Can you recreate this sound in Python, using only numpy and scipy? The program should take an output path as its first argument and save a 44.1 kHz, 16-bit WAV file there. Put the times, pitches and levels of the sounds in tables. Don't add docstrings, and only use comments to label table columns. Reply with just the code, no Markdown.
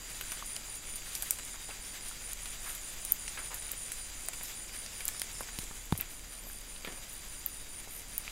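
import sys
import numpy as np
from scipy import signal
from scipy.fft import rfft, irfft, next_fast_len
from scipy.io import wavfile
from scipy.ndimage import uniform_filter1d, map_coordinates

SR = 44100
rng = np.random.default_rng(int(sys.argv[2]) if len(sys.argv) > 2 else 0)


def master(y):
    cut = np.clip(np.atleast_2d(y).T, -1, 1)
    pcm = np.round(cut * 32767)
    wavfile.write(sys.argv[1], SR, pcm.astype(np.int16))


def boost_factor(decibels):
    exponent = np.asarray(decibels, float) / 20
    return 10 ** exponent


N = 366471
TIME = np.arange(N) / SR


def unit(x):
    return x / np.sqrt(np.mean(x ** 2) + 1e-20)


def curves(rows):
    s, *cols = np.transpose(rows)
    return [np.interp(TIME, s, c) for c in cols]


def wobble(rate):
    coarse = TIME[::32]
    knots = rng.standard_normal(int(N * rate / SR) + 4)
    return np.interp(TIME, coarse, map_coordinates(knots, [coarse * rate]))


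def tone(hz):
    return np.sin(2 * np.pi * np.cumsum(hz) / SR)


def coloured(x, points):
    m = next_fast_len(len(x) + 8192)
    f, v = np.transpose(points)
    log_hz = np.log(np.fft.rfftfreq(m, 1 / SR) + 1)
    gain = boost_factor(np.interp(log_hz, np.log(f), v, -120, -120))
    return unit(irfft(rfft(x, m) * gain, m)[:len(x)])


def resonant(x, hz, width_hz):
    b, a = signal.iirpeak(hz, hz / width_hz, SR)
    return unit(signal.lfilter(b, a, signal.lfilter(b, a, x)))


def grains(rate, scatter_db):
    hit, size, sign = rng.random((3, N))
    return (hit < rate / SR) * boost_factor(-scatter_db * np.log(size + 0.065)) * np.sign(sign - .5)


def scattered(x, t60, wet_db):
    t = np.arange(SR // 5) / SR
    tail = rng.standard_normal(len(t)) * boost_factor(-60 * t / t60)
    return x + boost_factor(wet_db) * signal.fftconvolve(x, tail / np.linalg.norm(tail))[:len(x)]


def add(out, s, x):
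    i = round(s * SR)
    x = x[max(-i, 0):len(out) - i]
    out[max(i, 0):][:len(x)] += x


def air():
    # (time [s], level [dB])
    breeze = [(0, -55), (.25, -52), (.6, -53), (1.32, -53.5), (1.8, -54.5), (2.08, -53), (3.45, -53.5),
              (4.86, -54), (5.51, -52.5), (5.65, -53), (5.72, -55), (6.05, -57.5), (6.3, -56), (6.66, -58),
              (6.92, -56), (7.34, -56), (7.73, -57), (8.31, -54.5)]
    # (frequency [Hz], density [dB per Hz])
    rustle_spectrum = [(120, -20), (250, -14.5), (550, -9.5), (1000, -8), (2000, -2), (3000, -3),
                       (4100, -4), (4300, -10.5), (4550, -7), (5300, -9), (6200, -3.5), (8000, -20),
                       (10000, -52)]
    # (frequency [Hz], density [dB per Hz])
    fizz_spectrum = [(4000, -42), (5500, -8), (8500, 3), (11000, 4), (12200, 2), (14000, -0.5), (15800, -5),
                     (16500, -12)]
    # (frequency [Hz], density [dB per Hz])
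    rumble_spectrum = [(8, 8), (14, 7), (25, -0.5), (45, -5.5), (60, -9), (120, -13), (165, -15),
                       (210, -15), (500, -21), (1000, -23), (2000, -30.5)]
    # (frequency [Hz], level [dB])
    engine_orders = [(36.5, -56.5), (70, -69), (108, -74.5)]
    rustle_db, = curves(breeze)
    fizz_db = -60.3 + .65 * (rustle_db - rustle_db.mean())
    crackle = unit(scattered(grains(120, scatter_db=6.0), t60=0.0096, wet_db=1))
    flutter = boost_factor(0.58 * wobble(18) + 1.47 * wobble(45))
    rustle = coloured(flutter * rng.standard_normal(N) + 0.32 * crackle, rustle_spectrum)
    fizz = coloured(flutter * rng.standard_normal(N) + 0.28 * crackle, fizz_spectrum)
    rumble = boost_factor(-51) * coloured(rng.standard_normal(N), rumble_spectrum)
    engine = np.zeros(N)
    for hz, db in engine_orders:
        engine += boost_factor(db + 4.0 + 2.1 * wobble(2.7)) * tone(hz * (1 + 0.0296 * wobble(4)))
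    return boost_factor(rustle_db + 3.0) * rustle + boost_factor(fizz_db + 6.5) * fizz + rumble + engine


def katydids(teeth, hz, width_hz, throbs):
    turns = rng.random() + np.cumsum(throbs + 0.73 * wobble(1.6)) / SR
    throb = 1 + 0.28 * np.sin(2 * np.pi * turns)
    swell = boost_factor(.8 * wobble(2.47) + 0.72 * wobble(12))
    own_teeth = np.roll(teeth, rng.integers(N))
    return swell * resonant(own_teeth * throb, hz, width_hz)


def cricket(hz, strokes, waver):
    turn = np.cumsum(strokes * (1 + 0.0586 * wobble(6))) / SR % 1
    drift = .003 * wobble(4) + waver * wobble(50)
    stroke = np.sin(np.pi * np.clip(turn / 0.96, 0, 1))
    return unit(tone(hz * (1.005 - .01 * turn + drift)) * stroke)


def singing(spans):
    return uniform_filter1d(sum((TIME > a) * (TIME < b) * 1. for a, b in spans), size=2000)


def chorus():
    # (time [s], level [dB])
    katydid_swell = [(0, -49), (.46, -48.5), (1.11, -49.5), (1.36, -47), (1.83, -49.5), (2.55, -48),
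                     (3.52, -47), (4.07, -49), (4.42, -47), (4.81, -50.5), (5.3, -48), (5.67, -48.5),
                     (6.02, -54.5), (7.03, -53), (7.34, -52), (7.94, -54.5), (8.31, -53)]
    # (time [s], level [dB])
    cricket_lull = [
        (5.5, 1),
        (5.67, -3),
        (6.02, -4.5),
        (7.03, -2.5),
    ]
    # (frequency [Hz], width [Hz], level [dB], throb rate [1/s])
    groups = [(6570, 400, -5.5, 8.7), (6956, 480, -0.5, 9.6), (7240, 570, -1, 9.1), (7580, 390, -3, 10.2),
              (7940, 540, -4.5, 8.2)]
    # (frequency [Hz], level [dB])
    crowd = [(4660, -5), (4700, 1), (4735, -2), (4815, -1), (4860, -1), (4925, -5), (4990, -2), (5065, -8)]
    # (frequency [Hz], stroke rate [1/s], level [dB])
    soloists = [(3260, 38, -71.5), (3490, 45, -70), (3745, 44, -70.5), (3960, 52, -70), (4055, 60, -68),
                (12250, 70, -69.5)]
    # (from [s], to [s])
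    bouts = [
        [(1.33, 1.45), (1.72, 2.2), (5.95, 6.2), (6.25, 6.78), (7.3, 7.4), (7.6, 7.7)],
        [(.3, .42), (.85, 1), (1.47, 1.56), (2.45, 2.56), (2.75, 3), (3.3, 3.45), (3.85, 4), (4.33, 4.62),
         (4.85, 4.95), (5.1, 5.25), (5.57, 5.9), (6.45, 6.6), (7.15, 7.25), (7.54, 7.65)],
        [(.12, .27), (.69, .8), (1.45, 1.66), (1.93, 2.15), (2.53, 2.68), (3.25, 3.42), (3.6, 3.78),
         (4.22, 4.45), (4.85, 5.05), (5.5, 5.58), (6.2, 6.3), (7, 7.18), (7.44, 7.77), (8.2, 8.3)],
        [(.2, .29), (1.68, 1.8), (2.5, 2.6), (3.04, 3.12), (3.5, 3.76), (4.43, 4.58), (5.36, 5.42), (7.42, 7.5),
         (7.82, 7.92), (8.24, 8.4)],
        [(.32, .38), (.64, .77), (1.06, 1.14), (1.33, 1.46), (2, 2.1), (2.84, 2.99), (3.27, 3.43), (3.88, 4.15),
         (5.5, 5.7), (6.28, 6.38), (6.6, 6.75), (7.1, 7.3)],
        [(1.05, 1.4), (2.84, 2.99), (3.28, 3.47)],
    ]
    katydids_db, = curves(katydid_swell)
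    lull_db, = curves(cricket_lull)
    crickets_db = -56.5 - 0.32 * (katydids_db - katydids_db.max()) + lull_db - 3.5
    teeth = unit(grains(4000, scatter_db=-4)) + 1.26 * rng.standard_normal(N)
    band, trills, solos = np.zeros((3, N))
    for hz, width_hz, db, throbs in groups:
        band += boost_factor(db) * katydids(teeth, hz, width_hz, throbs)
    for hz, db in crowd:
        level_db = db + 2 * wobble(8) + 1.2 * wobble(1.5)
        trills += boost_factor(level_db) * cricket(hz, rng.uniform(30, 75), waver=.0045)
    for (hz, strokes, db), spans in zip(soloists, bouts):
        solos += boost_factor(db + 2 * wobble(12)) * singing(spans) * cricket(hz, strokes, waver=.0055)
    far_katydids = boost_factor(katydids_db - 2.5) * unit(band)
    far_crickets = boost_factor(crickets_db) * unit(scattered(trills, t60=0.35, wet_db=-4.0))
    return far_katydids + far_crickets + boost_factor(lull_db) * scattered(solos, t60=0.1, wet_db=-2)


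def high_katydid(tooth_hz=288):
    # (middle [s], half length [s], level [dB])
    rasps = [
        (1.19, .07, -52),
        (2.69, .06, -50),
        (4.48, .06, -50),
        (6.495, 0.072, -51.5),
        (7.96, 0.056, -49),
    ]
    rate_hz = tooth_hz * (1 + .012 * wobble(25) + .012 * wobble(150))
    teeth = np.diff(np.floor(np.cumsum(rate_hz) / SR), prepend=0)
    clicks = scattered(teeth * boost_factor(3 * wobble(300)), t60=0.04, wet_db=4)
    swell = sum(boost_factor(db) * np.exp(-((TIME - s) / half) ** 2) for s, half, db in rasps)
    return swell * resonant(clicks, 12600, width_hz=2000)


def thumps():
    # (time [s], peak [dB], ring length [0-1], hardness [dB], push 1 or pull -1)
    bumps = [
        (5.406, -40, 0.08, -7, 1),
        (5.588, -32.5, 0.55, -15, -1),
        (5.9244, -21.5, 0.9, -3, 1),
        (5.989, -41.5, 1, -18, 1),
        (5.71, -43.5, 0.65, -12, 1),
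        (6.878, -38, 0.25, -12, 1),
    ]
    # (frequency [Hz], level [dB], t60 [s])
    housing = [(96, 1.5, 0.12), (148, 12.5, 0.043), (345, -19, 0.016), (800, 15, 0.0093)]
    out, t = np.zeros(N), np.arange(SR // 5) / SR
    for s, db, ring, hard_db, way in bumps:
        modes = np.zeros(len(t))
        for hz, level_db, t60 in housing:
            mode_db = level_db + hard_db * hz / 800 - 60 * t / (t60 * ring)
            modes += boost_factor(mode_db) * np.cos(2 * np.pi * hz * t)
        add(out, s, np.sign(way) * boost_factor(db - 5.5) * modes * (1 - np.exp(-t / 0.00028)))
    return out


def scuffs():
    # (time [s], length [s], level [dB], frequency [Hz],
    # width [Hz])
    drags = [(1.541, 0.035, -52, 1200, 1500), (1.689, 0.028, -50, 500, 700), (2.658, 0.06, -49, 1400, 1200),
             (3.371, .045, -50, 1400, 1770), (3.504, 0.047, -48.5, 980, 1400), (4.29, 0.011, -58, 600, 500),
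             (1.84, .08, -58, 5400, 500), (4.44, .07, -57, 5300, 600), (4.678, .1, -60, 5300, 600),
             (4.89, .09, -57, 5300, 600), (5.1, .12, -57, 5300, 600), (5.342, 0.13, -55, 5260, 600),
             (5.995, 0.033, -48, 2400, 900), (6.11, .04, -55, 13700, 900), (5.314, .04, -56, 11000, 4000),
             (6.423, 0.074, -61, 600, 800), (6.872, 0.091, -51, 324, 600)]
    out = np.zeros(N)
    for s, length, db, hz, width_hz in drags:
        fade = (TIME > s) * np.exp(-np.abs((TIME - s) / length) ** 2)
        near = slice(round(s * SR), round((s + 0.2) * SR))
        grit = np.prod(rng.standard_normal((2, len(TIME[near]))), axis=0)
        out[near] += boost_factor(db) * fade[near] * resonant(grit * np.abs(grit), hz, width_hz)
    return out


def rings():
    # (time [s], level [dB], frequency [Hz])
    pebbles = [(0.211, -33, 1530), (0.211, -31, 2930), (0.238, -38, 1640), (0.2998, -37.5, 2020),
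               (0.3188, -30, 6000), (0.319, -36, 1190), (0.319, -40, 2400), (0.4245, -29, 1130),
               (0.5637, -45, 5270), (0.5637, -36, 2930), (0.5682, -42, 730), (0.6854, -42, 780),
               (0.9608, -42, 6330), (1.0192, -38, 2710), (1.1524, -30, 5770), (1.1644, -38, 2410),
               (1.2292, -37, 780), (1.2312, -35, 1640), (1.3075, -36, 2280), (1.308, -29, 5770),
               (1.3868, -43, 1030), (1.6842, -46, 780), (1.7081, -34.5, 2670), (2.0084, -40, 5000),
               (2.1122, -37, 1360), (2.7502, -38, 3750), (3.2795, -39, 5470), (3.2795, -32, 2070),
               (3.3768, -39, 2280), (3.3883, -37.5, 2070), (3.3933, -38, 1210), (3.5155, -46, 650),
               (3.7345, -40, 520), (4.2853, -34, 690), (4.6943, -36, 2330), (4.8619, -39, 5640),
               (5.0066, -30.5, 2280), (5.0864, -40, 5170), (5.0879, -35, 1720), (5.1468, -40, 1380),
               (5.2171, -28.5, 5340), (5.2171, -30, 2150), (5.3134, -43, 5680), (5.5873, -39, 950),
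               (5.633, -38, 380), (5.9235, -29.5, 3580), (6.0004, -34, 2670), (6.4683, -42, 690),
               (6.4992, -39, 1590), (6.8474, -35.5, 470), (6.8474, -36, 3840), (6.8484, -30.5, 2330),
               (6.8739, -44, 3100), (6.8739, -31, 390), (6.8774, -34, 1770), (8.179, -42, 1000),
               (8.278, -32, 2460), (8.2835, -40, 3000), (8.2976, -40, 4010), (8.298, -43, 2200)]
    # (time [s], level [dB], frequency [Hz])
    chips = [(0.21, -37, 12750), (0.3188, -34, 11500), (0.5637, -40, 12530), (1.1574, -35, 12320),
             (1.1713, -43, 12360), (1.2237, -31, 12530), (1.2237, -28, 14000), (1.2243, -25, 8500),
             (1.2252, -29, 11200), (1.3075, -29, 15200), (1.308, -31, 10200), (1.308, -28, 11900),
             (1.308, -24, 13010), (1.3215, -38, 11200), (1.3265, -40, 12140), (1.3474, -42, 11330),
             (1.4118, -43, 10940), (2.3322, -31, 10100), (2.3327, -35, 11970), (2.334, -37, 9800),
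             (2.4569, -40, 11410), (2.7507, -39, 12920), (3.0506, -31, 6680), (3.1204, -18.5, 9200),
             (3.5434, -38, 13180), (3.5434, -37, 10800), (3.7166, -36, 14040), (3.7175, -36, 9000),
             (3.9186, -42, 14810), (3.9186, -36, 8660), (3.9186, -46, 14210), (3.9186, -36, 13400),
             (3.9191, -37, 7060), (4.2853, -17.5, 8630), (4.3351, -41, 11800), (4.4339, -34, 11890),
             (4.4549, -41, 10340), (5.064, -40, 11580), (5.0805, -17.5, 7550), (5.0805, -34, 11580),
             (5.0805, -32, 15120), (5.081, -33, 12140), (5.1967, -40, 14040), (5.1967, -38, 11930),
             (5.1972, -43, 15120), (5.2171, -32, 11370), (5.2171, -34, 9000), (5.5803, -40, 8610),
             (5.5868, -38, 13390), (5.5868, -40, 14560), (5.5873, -36, 12140), (5.9759, -39, 14860),
             (5.9764, -31, 10810), (6.0098, -38, 15460), (7.4615, -32, 14860), (7.9509, -40, 12530),
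             (8.1794, -29, 13650), (8.1794, -25, 15200), (8.1799, -33, 11710)]
    out, t = np.zeros(N), np.arange(SR // 40) / SR
    attack = 1 - np.exp(-t / 0.00017)
    for rows, t60 in (pebbles, 0.013), (chips, 0.0085):
        for s, db, hz in rows:
            add(out, s + .0003, boost_factor(db - 60 * t / t60) * attack * np.sin(2 * np.pi * hz * t))
    return out


def contacts(rows, linger, lag):
    out, t = np.zeros(N), np.arange(SR // 8) / SR
    hz = np.fft.rfftfreq(len(t), 1 / SR)
    lead_s = .003
    for s, db, centre_hz, spread_hz, t60, after_db in rows:
        a, b = rng.standard_normal((2, len(t)))
        snap = a * boost_factor(-60 * (t - lead_s) / max(t60, .002)) * (t > lead_s)
        snap[round(lead_s * SR) + 1] = -7.5
        after = b * boost_factor(-60 * t / linger) * np.clip((t - lead_s) / 0.003, 0, 1)
        burst = snap / np.linalg.norm(snap) + boost_factor(after_db) * after / np.linalg.norm(after)
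        band = 0.016 + 1 / (1 + 1j * (hz - centre_hz) / (1.46 * spread_hz)) ** 2
        burst = irfft(rfft(burst) * band, len(t))
        level = boost_factor(db) * np.sqrt(SR / 1000) / np.linalg.norm(burst[:SR // 100])
        add(out, s + lag - lead_s, level * burst)
    return out


def footfall():
    # (time [s], energy of first 10 ms [dB re 1 ms at rms 1], centre [Hz], after-rustle
    # [dB])
    ticks = [(.5631, -30.5, 9650, -9), (1.2222, -24.5, 10800, -1), (1.268, -38, 10700, -20),
             (1.3072, -17, 9300, -9), (1.3073, -19, 14300, -17), (1.4496, -36, 9800, -12),
             (2.3315, -28, 10100, -25), (2.4563, -35, 10360, -8), (3.0492, -27, 9900, -8),
             (3.0499, -35, 15000, -14), (3.12, -11.5, 13240, -19), (3.716, -25, 10800, -8),
             (3.716, -32, 14900, -15), (3.733, -48, 11000, -20), (4.258, -39, 14800, -15),
             (4.285, -27, 9200, -17), (4.2851, -34.5, 13000, -15), (4.8614, -37, 6500, -18),
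             (5.0529, -24, 11500, -12), (5.0793, -24, 8700, -6), (5.0798, -33, 14500, -7),
             (5.086, -27, 12500, -15), (5.1958, -28, 9500, -10), (5.2165, -25.5, 10500, -13),
             (5.8546, -41, 12500, -10), (6.009, -21.5, 13200, -28), (7.4609, -20.5, 13350, -11),
             (8.179, -21, 14500, -20), (8.1788, -26, 11500, -17)]
    # (time [s], energy of first 10 ms [dB re 1 ms at rms 1], centre [Hz])
    cracks = [(0.21, -31.5, 11300), (0.3181, -29.5, 10000), (.458, -36, 10500), (0.756, -36, 10100),
              (0.9566, -31, 9800), (1.1503, -27.5, 10500), (1.3862, -33.5, 9200), (2.0832, -33, 9300),
              (2.7493, -32.5, 11400), (2.876, -50, 13000), (3.2789, -32, 6070), (3.5425, -28.5, 10600),
              (3.918, -27, 9600), (4.3335, -34.5, 9500), (4.4326, -33, 12300), (4.455, -40, 6200),
              (5.006, -39, 11000), (5.406, -34, 10900), (5.5865, -31.5, 10400), (5.639, -35, 8700),
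              (5.922, -35.5, 9900), (5.9755, -27.5, 11200), (6.608, -43, 11000), (6.848, -41, 13000),
              (7.129, -37.5, 14000), (7.25, -46, 12000), (7.325, -55, 14000), (7.393, -44, 13000),
              (8.083, -43, 9000)]
    # (time [s], energy of first 10 ms [dB re 1 ms at rms 1], centre [Hz], t60 [s])
    knocks = [(0.209, -36, 2420, 0.015), (.371, -39, 2400, .025), (.423, -44, 1210, .02),
              (.563, -32.5, 4400, 0.015), (1.3063, -35, 5200, .015), (1.395, -38, 2570, .012),
              (3.277, -34, 2380, 0.022), (3.69, -38.5, 3400, 0.03), (3.731, -38.5, 2120, .052),
              (3.916, -37.5, 2190, 0.032), (4.284, -36.5, 1884, 0.028), (4.331, -36.5, 2500, 0.057),
              (4.409, -36, 1780, 0.026), (4.693, -47, 2480, .027), (4.86, -40, 3280, .037),
              (5.085, -34.5, 2780, 0.028), (5.145, -41, 2500, 0.034), (5.2156, -28, 2900, 0.012),
              (5.485, -37, 1900, 0.035), (5.586, -29.5, 3670, 0.0066), (5.71, -39.5, 1090, 0.027),
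              (5.922, -36, 3500, 0.021), (5.951, -38, 1610, .013), (6.498, -53, 1790, 0.016),
              (7.873, -40, 650, 0.024)]
    # (time [s], energy of first 10 ms [dB re 1 ms at rms 1], centre [Hz], after-rustle [dB])
    crushes = [(0.3176, -31.5, 1800, -5), (1.15, -29.5, 5800, -6), (1.222, -35.5, 3040, -4),
               (1.387, -39, 2400, -1), (1.7, -39.5, 1980, 3), (2.456, -34.5, 2770, -4),
               (2.661, -39, 1770, 3), (3.373, -33, 1770, 9), (3.51, -40, 1800, 17), (5.004, -35, 2690, 1),
               (5.195, -38, 3800, 0), (5.406, -30, 1000, -11), (5.999, -36.5, 2480, 8),
               (6.76, -39.5, 3200, -1), (6.846, -34, 2300, 3), (6.872, -35.5, 1900, 3),
               (7.46, -40.5, 2300, -3), (8.277, -34.5, 2600, -3.5)]

    def grit_hz(hz):
        return 1970 - 0.35 * max(hz - 10800, 0)

    def stone_hz(hz):
        return 190 + 0.35 * hz

    tick_t60, crack_t60, crush_t60 = 0.01, 0.026, 0.017
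    crack_after_db, knock_after_db = -1.5, -20
    high = [(s, db, hz, grit_hz(hz), tick_t60, after_db) for s, db, hz, after_db in ticks]
    high += [(s, db, hz, grit_hz(hz), crack_t60, crack_after_db) for s, db, hz in cracks]
    low = [(s, db, hz, stone_hz(hz), t60, knock_after_db) for s, db, hz, t60 in knocks]
    low += [(s, db, hz, stone_hz(hz), crush_t60, after_db) for s, db, hz, after_db in crushes]
    return contacts(high, linger=0.18, lag=.0011) + contacts(low, linger=0.26, lag=0.002001)


def chirps():
    # (first chirp [s], period [s])
    phrases = [
        (-.13, .1945),
        (.662, .196),
        (1.426, .1945),
        (1.815, .1985),
        (3.186, .194),
        (5.51, .194),
        (7.086, .203),
    ]
    # (time [s], level [dB])
    effort_curve = [(0, -48.5), (.5, -43.5), (.75, -45.5), (1.3, -49), (2.3, -45.5), (2.8, -47.5),
                    (3.1, -45), (3.8, -44), (4.2, -48), (4.6, -47), (5.4, -47.5), (5.95, -54), (6.3, -50.5),
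                    (6.9, -51), (7.2, -49), (8.15, -48.5), (8.31, -52)]
    chirp_s = .134
    ends = [s for s, _ in phrases[1:]] + [N / SR + chirp_s]
    runs = [np.arange(s, end - period / 2, period) for (s, period), end in zip(phrases, ends)]
    times, levels_db = np.transpose(effort_curve)
    return [(s, chirp_s, np.interp(s + chirp_s / 2, times, levels_db)) for s in np.concatenate(runs)]


def near_katydid(wing_hz=9545, stroke_hz=73):
    # (offset [Hz], level [dB])
    wing_modes = [(0, 0), (75, -7), (150, -8), (-200, -15), (-410, -20)]
    out, t = np.zeros(N), np.arange(SR // 3) / SR - .03
    turn = (t * stroke_hz + .5) % 1 - .5
    for s, length, db in chirps():
        firm, *luck_db = rng.standard_normal(len(wing_modes) + 2)
        weak = np.clip(.55 + .3 * firm, .15, 1.1)
        beats = .14 + np.exp(-(turn / .13) ** 2)
        for at, size in [(.33, .62), (-.33, .38)]:
            beats += size * weak * np.exp(-((turn - at) / .13) ** 2)
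        rise = np.clip((t + .025) / .045, 0, 1)
        fall = np.clip((length - t) / .05 + .4, 0, 1)
        swell = rise * fall * boost_factor(-500 * (t - .055) ** 2)
        knots = np.linspace(t[0], t[-1], 40)
        effort, waver = (np.interp(t, knots, rng.standard_normal(40)) for _ in range(2))
        pitch_hz = wing_hz + 20 * waver - 180 * (t - .06) - 120 * turn + 110 * np.exp(-(t + .03) / .03)
        wing = np.zeros(len(t))
        for (offset_hz, mode_db), luck in zip(wing_modes, luck_db):
            wing += boost_factor(mode_db + 2.5 * luck * (offset_hz != 0)) * tone(pitch_hz + offset_hz)
        song = scattered(swell * beats * boost_factor(2.2 * effort) * wing, t60=.22, wet_db=-7.5)
        level = boost_factor(db + 0.55 + .9 * luck_db[-1]) * np.sqrt(length / (t[-1] - t[0]))
        add(out, s - .033, level * unit(song))
    return signal.sosfilt(signal.butter(20, 9755, fs=SR, output="sos"), out)


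def scene():
    ground = footfall() + rings() + thumps() + scuffs()
    return np.tile(ground + near_katydid() + high_katydid() + chorus() + air(), (2, 1))


def band_limit(x):
    return signal.sosfilt(signal.butter(12, 16990, fs=SR, output="sos"), x)


def record(dry):
    steady_top_hz, top_hz = 15770, 16900
    hiss = boost_factor(-65.0) * rng.standard_normal(N)
    z, hz = rfft(dry + hiss), np.fft.rfftfreq(N, 1 / SR)
    top = irfft(z * (hz >= steady_top_hz) * np.clip((top_hz - hz) / 900, 0, 1), N)
    loud = np.abs(uniform_filter1d(top ** 2, size=400)) > boost_factor(-52) ** 2
    gate = uniform_filter1d(loud * 1., size=300)
    return band_limit(irfft(z * (hz < steady_top_hz), N) + top * gate)


dry = scene()
out = record(dry)
master(out)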